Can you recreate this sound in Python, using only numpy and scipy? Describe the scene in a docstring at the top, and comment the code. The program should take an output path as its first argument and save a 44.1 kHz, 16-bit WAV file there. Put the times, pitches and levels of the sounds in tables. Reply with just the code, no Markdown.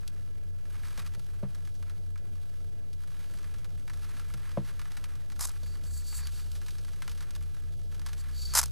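"""Lizards wrestling on turf

Two lizards wrestle on short turf in an enclosure, right before a small camera lying on the ground.
Noise through resonances makes blades rustle and snap under claws, scales slide on scales and blades
scrape the camera case; ringing modes are knocks on the enclosure. Far off, the sines of two engines
beat and sag in pitch over outdoor rumble of shaped noise."""
import sys
import numpy as np
from scipy import signal
from scipy.fft import rfft, irfft, next_fast_len
from scipy.io import wavfile
from scipy.ndimage import uniform_filter1d

SR = 44100
rng = np.random.default_rng(int(sys.argv[2]) if len(sys.argv) > 2 else 0)


def transcribe(signal):
    """Save signal, clipped to [-1, 1], as a 16-bit WAV file at the path in sys.argv[1]."""
    frames = np.atleast_2d(signal).T
    limited = np.clip(frames, -1, 1)
    pcm = np.round(limited * 32767).astype(np.int16)
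    wavfile.write(sys.argv[1], SR, pcm)


N = 384111


def undb(db):
    """Decibels to gain."""
    return 10 ** (np.asarray(db) / 20)


def unit(x):
    """Scale to rms 1."""
    return x / np.sqrt(np.mean(x ** 2))


def walk(rate):
    """Random levels held 1 / rate s and smoothed by two running means; rms 1."""
    hold = int(SR / rate)
    steps = np.repeat(rng.standard_normal(N // hold + 1), hold)
    return unit(uniform_filter1d(uniform_filter1d(steps, hold), hold)[:N])


def gains(tables):
    """Summed gain curves from (s, dB, ..) tables, each silent outside its own span."""
    t = np.arange(N) / SR
    total = 0
    for table in tables:
        s, *columns = np.transpose(table)
        total = total + np.array([undb(np.interp(t, s, db, -200, -200)) for db in columns])
    return total


def ring(x, peaks):
    """Sum of twice-applied resonances, scaled so that unit white noise comes out at rms 1."""
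    both = np.zeros((2, N))
    both[0] = x
    both[1, 0] = 1  # an impulse, to find the gain for noise
    out = 0
    for k, (hz, width, db) in enumerate(peaks):
        b, a = signal.iirpeak(hz, hz / width / 1.5, fs=SR)  # two passes narrow it back to the width
        passed = signal.lfilter(b, a, signal.lfilter(b, a, both))
        out = out + (-1) ** k * undb(db) * passed
    return out[0] / np.sqrt(np.sum(out[1] ** 2))


def coloured(points):
    """Steady noise of rms 1 with a (Hz, dB) spectrum, interpolated over log frequency."""
    hz, db = np.transpose(points)
    size = next_fast_len(N)
    bins_hz = np.arange(size // 2 + 1) * SR / size
    shape = undb(np.interp(np.log(bins_hz + 1e-3), np.log(hz), db))
    return unit(irfft(rfft(rng.standard_normal(size)) * shape, size)[:N])


def grit(per_s, spread_db, t60, smooth):
    """Tiny random cracks with a long-tailed size law, each a short swelling and dying burst, over even hiss."""
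    happens = rng.random(N) < per_s / SR
    sizes = happens * undb(np.minimum(spread_db * rng.exponential(size=N), 16))
    for share in (1, .8):  # the second pole rounds the start
        sizes = signal.lfilter([1], [1, -np.exp(-np.log(1000) / (share * t60 * SR))], sizes)
    return unit(unit(sizes) + smooth) * rng.standard_normal(N)


def bursts(times, t60s, crack, spiky, *levels_db):
    """One dying noise burst per event, led by a one-sample crack; a row of output for each level column."""
    out = np.zeros((len(levels_db), N))
    size = SR // 10
    noise = rng.standard_normal((len(times), size))
    noise = unit(noise * np.abs(noise) ** spiky)  # stick-slip friction has tall spikes
    t = np.arange(size) / SR
    for s, t60, hiss, db in zip(times, t60s, noise, np.transpose(levels_db)):
        i = int(s * SR)
        burst = hiss * 1000. ** (-t / np.clip(t60, .004, .2))
        burst *= 1 - np.exp(-t / 0.00065)
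        burst[0] = crack
        out[:, i:i + size] += (undb(db)[:, None] * burst)[:, :N - i]
    return out


# Outdoor rumble alike at both microphone ports. Each row: frequency in Hz, relative density in dB per Hz.
AIR_SPECTRUM = [(7.1, -60), (12, 2), (42, -4), (76, -5.5), (156, -13.5), (181, -20), (444, -25), (694, -29),
                (935, -44.5), (1150, -63), (3090, -46), (9880, -50), (15000, -61)]
# Low rumble of opposite sign at the two ports. Each row: frequency in Hz, relative density in dB per Hz.
SIDE_SPECTRUM = [(7.1, -34), (12, -17), (17, -2), (24, -18), (33, -29.5), (84, -38.5), (150, -48.5),
                 (4000, -100.5), (5200, -122), (8800, -120)]
AIR_DB, SIDE_DB = -50, -54.5


def rumble():
    """Outdoor rumble: shaped noise whose common part flickers in level; returns common and opposed parts."""
    common = undb(AIR_DB) * coloured(AIR_SPECTRUM) * undb(0.6 * walk(5) + 1.0 * walk(25))
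    opposed = undb(SIDE_DB) * coloured(SIDE_SPECTRUM)
    return common, opposed


# Two far engines fading with the air. Each row: time in seconds, slower engine in dB, faster engine in dB.
ENGINE_LEVELS = [(0, -53.5, -66), (.5, -49, -61), (1.5, -54.5, -50), (2, -55.5, -48.5), (2.5, -49, -56.5),
                 (3, -55, -61.5), (3.5, -57, -51.5), (4, -49.5, -50), (5, -67, -51), (5.5, -47, -53.5),
                 (6, -43.5, -47.5), (6.5, -43.5, -59), (7, -53, -53), (7.5, -48.5, -46), (8, -46, -65),
                 (8.5, -40, -60), (8.71, -44, -55)]
# Their second partials. Each row: time in seconds, slower engine in dB, faster engine in dB.
OVERTONE_LEVELS = [(0, -80, -70), (2, -67, -70.5), (3.5, -65, -67), (4.5, -58.5, -72), (5.5, -78, -80),
                   (6.2, -76, -69), (7.5, -84, -60.5), (8, -64, -56), (8.71, -52.5, -84)]
# Beats so far, as the faster engine draws ahead. Each row: time in seconds, lead in turns.
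ENGINE_LEAD = [(0, -.8), (1.5, 4.51), (2.5, 8.54), (3, 10.12), (4, 14), (5, 17.5), (6, 21.24), (7, 24.42),
               (7.5, 26.31), (8.71, 31.3)]
ENGINE_HZ, SAG_HZ_PER_S = 74.66, 1.1  # slower engine at the start, and its fall


def drone():
    """Two engines slightly out of step beat against each other while their pitch sags."""
    t = np.arange(N) / SR
    slow_hz = ENGINE_HZ - SAG_HZ_PER_S * t + 0.32 * walk(6)
    slow_turns = np.cumsum(slow_hz) / SR
    fast_turns = slow_turns + np.interp(t, *np.transpose(ENGINE_LEAD))
    phase = 2 * np.pi * np.array([slow_turns, fast_turns])
    first = gains([ENGINE_LEVELS]) * np.sin(phase)
    second = gains([OVERTONE_LEVELS]) * np.sin(2 * phase)
    return np.sqrt(2) * np.sum(first + second, axis=0)  # so that the levels are rms


# Knocks on the enclosure. Each row: start in seconds, level in dB, hardness in dB per octave above 190 Hz.
KNOCK_EVENTS = [(0.978, -45, -1.5), (1.17, -48, -4), (1.428, -30, -1.5), (1.433, -42, 3),
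                (4.338, -44.5, -5), (4.572, -24, 3), (5.629, -49, 1.5), (5.835, -50, -2)]
# Modes of the enclosure panel. Each row: frequency in Hz, relative level in dB, 60 dB decay in seconds.
PANEL_MODES = [(131.6, 1, 0.17), (191.3, -0.5, .13), (251, -16.5, 0.19), (328, -12.5, 0.12),
               (474, -11.5, 0.082), (577, 1, 0.029), (686, -12, 0.042), (990, -17, 0.045),
               (1170, -18.5, 0.024), (1560, -27.5, 0.027)]
# Loose fittings on the panel. Each row: frequency in Hz, width in Hz, relative level in dB.
FITTINGS = [(387, 210, 3), (730, 970, -7), (1300, 310, -14)]
RATTLE_DB, RATTLE_T60_S = -14.5, .12  # level relative to the knock


def knocks():
    """Each knock rings the panel modes and rattles its fittings; harder blows lift upper modes, low ones build up late."""
    out = np.zeros(N)
    t = np.arange(SR // 4) / SR
    for s, db, hard_db in KNOCK_EVENTS:
        blow = 0
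        for k, (hz, mode_db, t60) in enumerate(PANEL_MODES):
            gain = (-1) ** k * undb(mode_db + hard_db * np.log2(hz / 190))
            build_up = 1 - np.exp(-(t * hz / 1.14) ** 2)
            blow = blow + gain * np.sin(2 * np.pi * hz * t) * 1000. ** (-t / t60) * build_up
        i = int(s * SR)
        out[i:i + len(t)] += undb(db) * blow
    s, db, _ = np.transpose(KNOCK_EVENTS)
    rattle = bursts(s, np.full(len(s), RATTLE_T60_S), 0, 0, db + RATTLE_DB)[0]
    return out + ring(rattle, FITTINGS)


# Blades dragged over the camera case. Each row: start in seconds, length in seconds, level in dB.
SCRAPE_STROKES = [(5.385, 0.09, -37), (8.531, 0.083, -24)]
# Single slips of a blade on the case, beside the microphone.
# Each row: start in seconds, level in dB, case boom relative to it in dB, 60 dB decay in seconds.
BLADE_SLIPS = [(5.393, -36, -3.5, 0.033), (5.408, -28, -10.5, .04), (5.426, -30, -14, .03),
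               (5.449, -31.5, -10, .035), (5.471, -37.5, -13, 0.043), (5.486, -43, -4, .03),
               (5.493, -36, -10, .016), (5.516, -47, -14, .02), (8.537, -27.5, -5.5, .031),
               (8.551, -18, -6.5, .05), (8.566, -24, -18, .026), (8.574, -17.5, -6.5, .024),
               (8.581, -32, -17, .04), (8.592, -17.5, -7.5, 0.034), (8.614, -26.5, -7, 0.022),
               (8.630, -25.5, -4, 0.012), (8.633, -31, -12, 0.0098), (8.6372, -22.5, -10.5, 0.013),
               (8.6585, -29, -13, 0.0099), (8.681, -50, -6, .015)]
# Bright resonances of the case. Each row: frequency in Hz, width in Hz, relative level in dB.
CASE_BRIGHT = [(4210, 1080, 6.5), (5220, 380, 15), (6070, 520, 12.5), (7340, 810, 10), (7900, 500, 14),
               (9600, 3700, 11), (11740, 3900, 7)]
# Boom of the case. Each row: frequency in Hz, width in Hz, relative level in dB.
CASE_LOW = [(1044, 564, 5), (1540, 1360, -4)]
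SCRAPE_ATTACK_S, SCRAPE_RELEASE_S = 0.035, 0.019
SCRAPE_EDGE_DB, BOOM_DB = -27.5, -9.5  # ends of a scrape below its level; boom of a scrape


def case():
    """Blades stick and slip on the case next to the microphone."""
    drags = []
    for s, length, db in SCRAPE_STROKES:
        end = s + length
        drags.append([(s, db + SCRAPE_EDGE_DB), (s + SCRAPE_ATTACK_S, db),
                      (end - SCRAPE_RELEASE_S, db), (end, db + SCRAPE_EDGE_DB)])
    scrape = gains(drags)[0] * grit(per_s=1500., spread_db=6., t60=0.0009, smooth=0.25)
    s, db, boom_db, t60 = np.transpose(BLADE_SLIPS)
    bright, boom = bursts(s, t60, 3.8, 1.2, db, db + boom_db)
    return ring(scrape + bright, CASE_BRIGHT) + ring(undb(BOOM_DB) * scrape + boom, CASE_LOW)


# Strokes of scales on scales, close by. Each row: start in seconds, peak in seconds, end in seconds,
# whistling band in dB, fine hiss in dB.
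SLIDE_STROKES = [(5.62, 5.67, 5.81, -59, -62), (5.83, 5.87, 5.95, -62, -55),
                 (5.9, 5.976, 6.025, -53.5, -48), (6.026, 6.076, 6.2, -52.5, -52),
                 (6.12, 6.175, 6.22, -52.5, -43), (6.18, 6.248, 6.3, -53.5, -63),
                 (6.295, 6.367, 6.46, -57.5, -56.5), (8.17, 8.213, 8.22, -57, -54),
                 (8.242, 8.262, 8.1, -58, -63), (8.32, 8.419, 8.62, -48.5, -52.5),
                 (8.433, 8.53, 8.56, -51.5, -62)]
# Whistling band of dry skin. Each row: frequency in Hz, width in Hz, relative level in dB.
WHISTLE_BAND = [(4540, 170, 3.5), (4230, 710, -16)]
# Fine hiss of the scales. Each row: frequency in Hz, width in Hz, relative level in dB.
SCALE_HISS = [(7660, 1100, 3), (9800, 1100, -6), (13600, 3100, -9)]
STROKE_EDGE_DB, BRUSH_DB = -17.5, -6.5  # ends of a stroke below its peak; blades brushed along


def stroke(start, peak, end, *db):
    """A rounded swell and fade: a quarter of the way down in dB at half time."""
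    times = (start, (start + peak) / 2, peak, (peak + end) / 2, end)
    shares = (1, 1 / 4, 0, 1 / 4, 1)
    return [(s, *(np.array(db) + share * STROKE_EDGE_DB)) for s, share in zip(times, shares)]


def scales():
    """Dry skin on skin: each stroke is a narrow whistling band and a fine hiss, and brushes the blades."""
    whistle, hiss = gains([stroke(*row) for row in SLIDE_STROKES])
    rub = grit(per_s=134.0, spread_db=1.5, t60=0.03, smooth=1.5)
    brushed = undb(BRUSH_DB) * ring(whistle * rub, BLADE_CRISP[:2])
    return ring(whistle * rub, WHISTLE_BAND) + ring(hiss * rub, SCALE_HISS) + brushed


# Bodies pressing the turf. Each row: time in seconds, dull rustle in dB, crisp rustle in dB.
RUSTLE_LEVELS = [(0, -67, -67), (.55, -71.5, -73), (.85, -57.5, -58.5), (1.0, -62, -61), (1.2, -68.5, -66),
                 (1.95, -67.5, -67), (2.18, -73.5, -73.5), (2.5, -68, -66), (2.86, -74.5, -72.5),
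                 (3.2, -63, -62), (3.5, -63.5, -63.5), (3.7, -69, -68.5), (3.9, -68.5, -65),
                 (4.05, -61.5, -59.5), (4.3, -62.5, -62), (4.48, -59.5, -60.5), (4.62, -64, -63),
                 (4.68, -60, -59.5), (4.76, -66, -64), (4.83, -62.5, -62.5), (5.1, -64, -64),
                 (5.35, -68, -69), (5.48, -63.5, -61), (5.89, -65, -66), (6.05, -67.5, -63),
                 (6.15, -58, -57), (6.35, -63, -58), (6.86, -64, -61), (7.2, -62.5, -61.5),
                 (7.75, -70.5, -67.5), (7.98, -68.5, -67), (8.12, -63.5, -63.5), (8.5, -63, -60),
                 (8.64, -56.5, -52), (8.71, -65, -61)]
# Claws snapping blades right before the microphone.
# Each row: start in seconds, level in dB, dull part relative to it in dB, 60 dB decay in seconds.
LOUD_SNAPS = [(0.0779, -35.5, -22, 0.025), (0.654, -57, 0, 0.057), (0.7546, -53, 1.5, 0.033),
              (0.835, -50.5, 2, 0.039), (0.8527, -48, -2, 0.05), (0.8834, -46.5, -3, 0.029),
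              (0.905, -52, -15, 0.039), (0.976, -40.5, -4, 0.075), (0.9942, -39, -2.5, 0.054),
              (1.0197, -46.5, -4, 0.035), (1.063, -44, -4, 0.05), (1.0742, -44, -6, 0.026),
              (1.1378, -49, -3, 0.028), (1.1484, -45.5, -3.5, 0.037), (1.1947, -48.5, -10, 0.05),
              (1.2446, -56, -20, 0.043), (1.5484, -46.5, -7, 0.042), (1.652, -51, -9, 0.046),
              (1.674, -50.5, -2, 0.05), (1.8262, -48.5, -1, 0.032), (1.8973, -48, -5, 0.05),
              (2.158, -54, 2.5, 0.032), (2.177, -52, -8, 0.05), (2.9312, -47.5, -23, 0.042),
              (3.036, -52, -5, 0.05), (3.3543, -55, -11, 0.058), (3.3734, -50, -11, 0.046),
              (3.387, -49.5, -5, 0.058), (3.4433, -52.5, 3, 0.03), (3.5404, -49.5, -3, 0.062),
              (3.5848, -51.5, -11, 0.05), (3.6452, -46, -4, 0.048), (3.705, -54, -8, 0.033),
              (3.8786, -47, 1, 0.033), (3.8977, -47.5, 2, 0.058), (3.9347, -47.5, -4, 0.066),
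              (3.9734, -50, -5, 0.045), (4.1674, -48.5, -3.5, 0.065), (4.196, -44, -1.5, 0.05),
              (4.339, -40, -6, 0.035), (4.469, -57, -1, 0.05), (4.6484, -53, -3, 0.1),
              (4.6872, -49.5, -0.5, 0.075), (4.794, -44, -3, 0.066), (4.816, -43, -1.5, 0.031),
              (4.8552, -49, 1.5, 0.035), (4.919, -44.5, -6, 0.042), (4.9695, -42, -4, 0.068),
              (5.0408, -40, -5, 0.035), (5.1543, -49.5, -6, 0.042), (5.3009, -46.5, -3, 0.034),
              (5.3193, -47.5, -6, 0.068), (5.3613, -49, -6, 0.056), (5.6328, -45.5, -11, 0.05),
              (5.771, -52, -14, 0.05), (5.8372, -46.5, -17, 0.05), (6.2714, -32, -20, 0.017),
              (6.3969, -45, -17, 0.042), (6.5175, -42, -26, 0.031), (6.553, -43.5, -10.5, 0.1),
              (6.6154, -45.5, -5.5, 0.037), (6.6633, -44, -11, 0.05), (6.6832, -42.5, -5.5, 0.06),
              (6.7067, -44, -18, 0.051), (6.8483, -45.5, -7, 0.034), (6.8892, -50, -6, 0.054),
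              (7.0211, -40, 0, 0.045), (7.0783, -37.5, -3, 0.025), (7.095, -42.5, -10, 0.061),
              (7.1157, -41.5, -8, 0.05), (7.1763, -48.5, -8, 0.076), (7.2067, -42.5, -6, 0.046),
              (7.224, -46, -5.5, 0.073), (7.3075, -40, -11.5, 0.026), (7.3517, -42.5, -9, 0.039),
              (7.3614, -42, -7, 0.023), (7.9164, -54, -8, 0.072), (7.9453, -48.5, -9, 0.084),
              (7.9954, -44, -9, 0.022), (8.0166, -47.5, -3.5, 0.037), (8.0628, -37.5, -6, 0.063),
              (8.087, -43, -5.5, 0.071), (8.1313, -40.5, -6.5, 0.047), (8.1783, -49, -12, 0.068),
              (8.313, -49.5, -11, 0.03)]
# Dull resonances of the mat. Each row: frequency in Hz, width in Hz, relative level in dB.
MAT_DULL = [(1100, 614, -3), (1371, 151, 3), (1615, 220, -0.5), (2260, 810, -4.5)]
# Crisp resonances of the blades. Each row: frequency in Hz, width in Hz, relative level in dB.
BLADE_CRISP = [(3840, 2640, 1), (5620, 3690, 9.5), (6625, 7140, 5), (11960, 6200, -2.5)]
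BRIGHT_DB = -2  # bright part of a loud snap, relative to its level
SMALL_SNAPS, SNAP_T60_S = 80, 0.057
SMALL_SNAP_DB, SMALL_SCATTER_DB = 4, 3  # mean level over the crisp rustle; scatter of each part


def turf():
    """Rustle, loud snaps and a scatter of small ones share the resonances of mat and blades."""
    dull, crisp = gains([RUSTLE_LEVELS])
    cracks = grit(per_s=350., spread_db=3.0, t60=0.018, smooth=1.0)

    s, db, dull_db, t60 = np.transpose(LOUD_SNAPS)
    loud = bursts(s, t60, 7.5, 0.38, db + dull_db, db, db + BRIGHT_DB)

    s = rng.random(SMALL_SNAPS) * (N - 1) / SR
    rustle_db = np.interp(s, *np.transpose(RUSTLE_LEVELS)[[0, 2]])
    scatter_db = SMALL_SCATTER_DB * rng.standard_normal((3, SMALL_SNAPS))
    small = bursts(s, np.full(SMALL_SNAPS, SNAP_T60_S), 10.0, 0.5, *(rustle_db + SMALL_SNAP_DB + scatter_db))

    low, mid, high = loud + small
    dull_rustle = dull * undb(1.77 * walk(14)) * cracks  # the dull part wavers in level
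    return (ring(dull_rustle + low, MAT_DULL) + ring(crisp * cracks, BLADE_CRISP)
            + ring(mid, BLADE_CRISP[:2]) + ring(high, BLADE_CRISP[2:]))


def scene():
    """All sources reach both microphone ports alike; only the low rumble differs a little."""
    air, side = rumble()
    mid = air + drone() + knocks() + case() + scales() + turf()
    return np.array([mid + side, mid - side])


# Steady offset of the converter. Each row: one channel, offset as a share of full scale.
CHANNEL_OFFSETS = [
    [.02373],
    [-.02077],
]
THIN_HZ, TOP_HZ = 15300, 16500


def record(dry):
    """The top thins out, then is cut; the converter adds a steady offset to each channel."""
    thin = signal.sosfilt(signal.ellip(6, .2, 30, THIN_HZ, fs=SR, output="sos"), dry)
    cut = signal.ellip(8, .2, 50, TOP_HZ, fs=SR, output="sos")
    return signal.sosfilt(cut, thin + np.array(CHANNEL_OFFSETS))


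dry = scene()
out = record(dry)
transcribe(out)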